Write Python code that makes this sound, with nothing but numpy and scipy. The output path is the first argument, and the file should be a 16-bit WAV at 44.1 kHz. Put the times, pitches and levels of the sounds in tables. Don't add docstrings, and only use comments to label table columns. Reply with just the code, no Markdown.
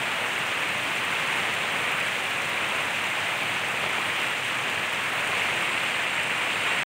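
import sys
import numpy as np
from scipy import signal
from scipy.fft import rfft, irfft, next_fast_len
from scipy.io import wavfile
from scipy.ndimage import uniform_filter1d

SR = 44100
rng = np.random.default_rng(int(sys.argv[2]) if len(sys.argv) > 2 else 0)


def gain_from_decibels(decibels):
    exponent = np.asarray(decibels, float) / 20
    return 10 ** exponent


def bounce(signal):
    frames = np.transpose(np.atleast_2d(signal))
    limited = np.clip(frames, -1, 1)
    pcm = np.round(limited * 32767).astype(np.int16)
    wavfile.write(sys.argv[1], SR, pcm)


N = 303834
SIZE = next_fast_len(N)
HZ = np.fft.rfftfreq(SIZE, 1 / SR)
STOP_S = 6.8335

# pitch_hz, level_db (per Hz)
POND_COLOUR = [(25, -44.6), (45, -39.5), (95, -9), (120, -6), (230, -8), (325, -8.5), (480, -6.5),
               (1000, -4.5), (1570, -3.5), (2350, -0.5), (2750, -1.93), (3400, -10), (5100, -25.5),
               (7000, -42)]
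# pitch_hz, level_db (per Hz)
GRASS_COLOUR = [(3500, -25), (5100, -7.5), (5700, -5.5), (6200, -3), (7000, -3), (7550, -0.8), (8400, 1),
                (8900, -2), (9600, -7.5), (10600, -10.5), (12000, -12.5), (13600, -16.5), (14500, -14.5),
                (15300, -9.5)]
# start_s, peak_db, centre_hz
LEAF_TICKS = [(0.3861, -32, 12800), (0.4642, -34, 12700), (0.7365, -33, 11900), (0.84, -35, 14500),
              (1.0504, -32, 12900), (1.2391, -34, 11300), (1.5489, -35, 12400), (1.7204, -35, 13300),
              (1.7447, -36, 11400), (1.9154, -28, 12500), (2.4193, -36, 12000), (2.4943, -33, 14200),
              (3.3766, -31, 13100), (3.6173, -33, 11300), (3.7124, -38, 11900), (3.8883, -35, 10900),
              (4.2337, -27, 12400), (4.3057, -29, 13600), (4.6958, -31, 12100), (4.7013, -34, 10600),
              (4.9298, -29, 13300), (5.0944, -36, 11900), (5.156, -29, 10600), (5.6098, -36, 11500),
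              (5.8382, -32, 12500), (5.8468, -35, 14100), (6.1526, -35.5, 11100), (6.2338, -34, 11800),
              (6.2766, -37, 13100), (6.5816, -35, 11000)]
# start_s, peak_db, centre_hz
DULL_TAPS = [(0.3539, -36, 6240), (0.3898, -27, 8500), (0.9721, -28, 8400), (1.0512, -28, 8300),
             (1.5408, -24, 8300), (1.7237, -28, 8100), (2.0009, -24, 8700), (2.0639, -24, 8500),
             (2.4195, -27, 6100), (2.6897, -29, 8500), (3.0878, -29, 8700), (3.1323, -33, 7000),
             (3.8929, -31, 8500), (4.5469, -30, 7600), (4.5861, -28, 7100), (4.7009, -28, 7400),
             (4.9302, -33, 8700), (4.946, -33, 6200), (5.2743, -25.5, 8200), (5.3965, -32, 7300),
             (5.6254, -28, 8400), (5.6956, -27, 7900), (6.153, -29, 8000), (6.2341, -28, 8500),
             (6.2412, -25.5, 8400), (6.3584, -28, 7600), (6.7881, -31, 7800)]
# start_s, peak_db, bubble_hz
PUDDLE_PLOPS = [
    (1.329, -21, 953),
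    (1.939, -17.5, 1440),
    (3.983, -16, 826),
    (5.332, -17, 1270),
]
# time_s, level_db
RAIN_GUSTS = [(0.1, -27.5), (0.6, -27.5), (1.05, -27.5), (1.35, -26), (1.6, -27), (1.95, -27), (2.35, -28),
              (2.95, -27), (3.55, -28), (4.15, -27), (4.5, -28), (5.05, -28), (5.35, -25.7), (5.8, -26.1),
              (6.05, -27.5), (6.4, -26.9), (6.65, -25), (6.78, -25.8)]
# gust_share (0-1), turn_change_db, wander_db
POND_BANDS = [
    (0.66, -0.55, 0.5),
    (0.57, -0.6, 0.47),
    (1.0, 0.45, 0.33),
    (.6, -0.15, 0.4),
]
# gust_share (0-1), turn_change_db, wander_db
GRASS_BANDS = [
    (.6, -1.6, .4),
    (0.81, 1.5, 0.29),
    (0.71, -2.1, .35),
]

TURN_AT_S, TURN_TAKES_S = 5.27, 0.66


def evened(x):
    return x / np.sqrt(np.mean(x ** 2) + 1e-20)


def filtered(x, gain):
    return irfft(rfft(x, SIZE) * gain, SIZE)[..., :N]


def bell(hz, width_hz, db):
    return gain_from_decibels(db * np.exp(-0.5 * ((HZ - hz) / width_hz) ** 2))


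def coloured(x, points):
    hz, db = np.transpose(points)
    return filtered(x, gain_from_decibels(np.interp(np.log(HZ + 1), np.log(hz + 1), db)))


def band(x, low_hz, high_hz, width_octaves=0.15):
    def edge(hz):
        return 0.5 + 0.5 * np.tanh(np.log2((HZ + 1) / hz) / width_octaves)
    return filtered(x, edge(low_hz) - edge(high_hz))


def wander(top_hz, count=24):
    t = np.arange(0, N + 256, 256) / SR
    total = np.zeros(len(t))
    for hz in np.geomspace(top_hz / 8, top_hz, count):
        total += np.sin(2 * np.pi * (hz * t + rng.random())) / hz ** 0.25
    return np.interp(np.arange(N) / SR, t, evened(total))


def gusty(x, rows, splits_hz):
    t = np.arange(N) / SR
    out = np.zeros(N)
    gust_db = np.interp(t, *np.transpose(RAIN_GUSTS))
    gust_db = gust_db - gust_db.mean()
    turn = np.clip((t - TURN_AT_S) / TURN_TAKES_S, 0, 1)
    lows_hz, highs_hz = [1, *splits_hz], [*splits_hz, 4 * SR]
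    for (share, turn_db, wander_db), low_hz, high_hz in zip(rows, lows_hz, highs_hz):
        level_db = share * gust_db + turn_db * turn + wander_db * wander(top_hz=6.5)
        out += band(x, low_hz, high_hz) * gain_from_decibels(level_db)
    return out


def far_rain(patchy_db, flicker_db):
    frames = N // 128 + 5
    real, imaginary, patches = rng.standard_normal((frames, 257, 3)).T
    patches = uniform_filter1d(patches, size=6, axis=0)
    patches = evened(uniform_filter1d(patches, size=14, axis=1))
    flicker = evened(uniform_filter1d(rng.standard_normal(frames), size=5))
    field = (real + 1j * imaginary) * gain_from_decibels(patchy_db * patches + flicker_db * flicker)
    return evened(signal.istft(field, nperseg=512, noverlap=384)[1][:N])


def splat(hz, cycles):
    u = np.arange(round(4 * cycles * SR / hz) + 8) * hz / SR / cycles
    grain = u * np.exp(-2 * u) * np.sin(2 * np.pi * cycles * u)
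    return grain / abs(grain).max()


def patter(low_hz, high_hz, per_s, cycles, spread_db, count=24):
    out = np.zeros(N)
    for hz in np.geomspace(low_hz, high_hz, count):
        lands = rng.random(N) < per_s / count / SR
        size = gain_from_decibels(spread_db * np.minimum(rng.exponential(1, N), 5)) * lands
        out += signal.oaconvolve(size, splat(hz, cycles) * hz)[:N]
    return evened(out)


def grass():
    wash = far_rain(patchy_db=0.05, flicker_db=0.5)
    crackle = patter(4800, 15800, per_s=1200, cycles=1.3, spread_db=3.7)
    drops = wash + gain_from_decibels(-10) * crackle
    fizz = gain_from_decibels(-43.0) * evened(coloured(drops, GRASS_COLOUR))
    return gusty(fizz, GRASS_BANDS, splits_hz=[7100, 9100])


def faint(per_s, db, spread_db, low_hz, high_hz, count=150):
    gap, size, pitch = rng.random((count, 3)).T
    start_s = np.cumsum(-np.log(1 - gap)) / per_s
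    peak_db = db + 2 * spread_db * (2 * size - 1)
    rows = np.transpose([start_s, peak_db, low_hz + (high_hz - low_hz) * pitch])
    return list(rows[start_s < STOP_S])


def scatter(grit, burst_db, burst_s, spray_db, spray_s):
    t = np.arange(len(grit)) / SR
    burst = gain_from_decibels(burst_db) * np.exp(-t / burst_s)
    spray = gain_from_decibels(spray_db) * np.exp(-t / spray_s)
    tail = grit * (burst + spray)
    tail[0] = 1
    return tail


def add(mix, start_s, sound):
    part = mix[round(start_s * SR):][:len(sound)]
    part += sound[:len(part)]


def close_drops():
    out = np.zeros(N)
    ticks = LEAF_TICKS + faint(per_s=17, db=-39, spread_db=0, low_hz=10200, high_hz=13202)
    taps = DULL_TAPS + faint(per_s=6.5, db=-35, spread_db=3, low_hz=7000, high_hz=8702)
    kinds = [(ticks, 1.1, -3.2), (taps, 2.6, -3.3), (PUDDLE_PLOPS, 1.8, -5.6)]  # drops, cycles, trim_db
    noises = rng.standard_normal((3, 200, 800))
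    for noise, (table, cycles, trim_db) in zip(noises, kinds):
        for grit, (start_s, db, hz) in zip(noise, table):
            tail = scatter(grit, burst_db=-12.5, burst_s=0.00055, spray_db=-26.5, spray_s=0.008)
            splash = np.convolve(splat(hz, cycles), tail)
            add(out, start_s, gain_from_decibels(db + trim_db) * splash)
    return filtered(out, bell(15500, width_hz=1300, db=7))


def pond():
    wash = far_rain(patchy_db=0.32, flicker_db=0.61)
    near = patter(487, 4625, per_s=3000, cycles=2.1, spread_db=1.84)
    drops = wash + gain_from_decibels(-10.5) * near
    roar = gain_from_decibels(-27.0) * evened(coloured(drops, POND_COLOUR))
    return gusty(roar, POND_BANDS, splits_hz=[1020, 1670, 2820])


def scene():
    return (pond() + grass() + close_drops())[None]


def low_pass(x):
    return signal.sosfilt(signal.butter(12, 17060, fs=SR, output="sos"), x)


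def record(dry):
    dipped = filtered(dry, bell(7890, width_hz=65, db=-11))
    stopped = dipped * (np.arange(N) < STOP_S * SR)
    edge = signal.firwin(numtaps=3001, cutoff=15735, window=("kaiser", 10), fs=SR)
    return low_pass(signal.oaconvolve(stopped, edge[None], "same"))


dry = scene()
out = record(dry)
bounce(out)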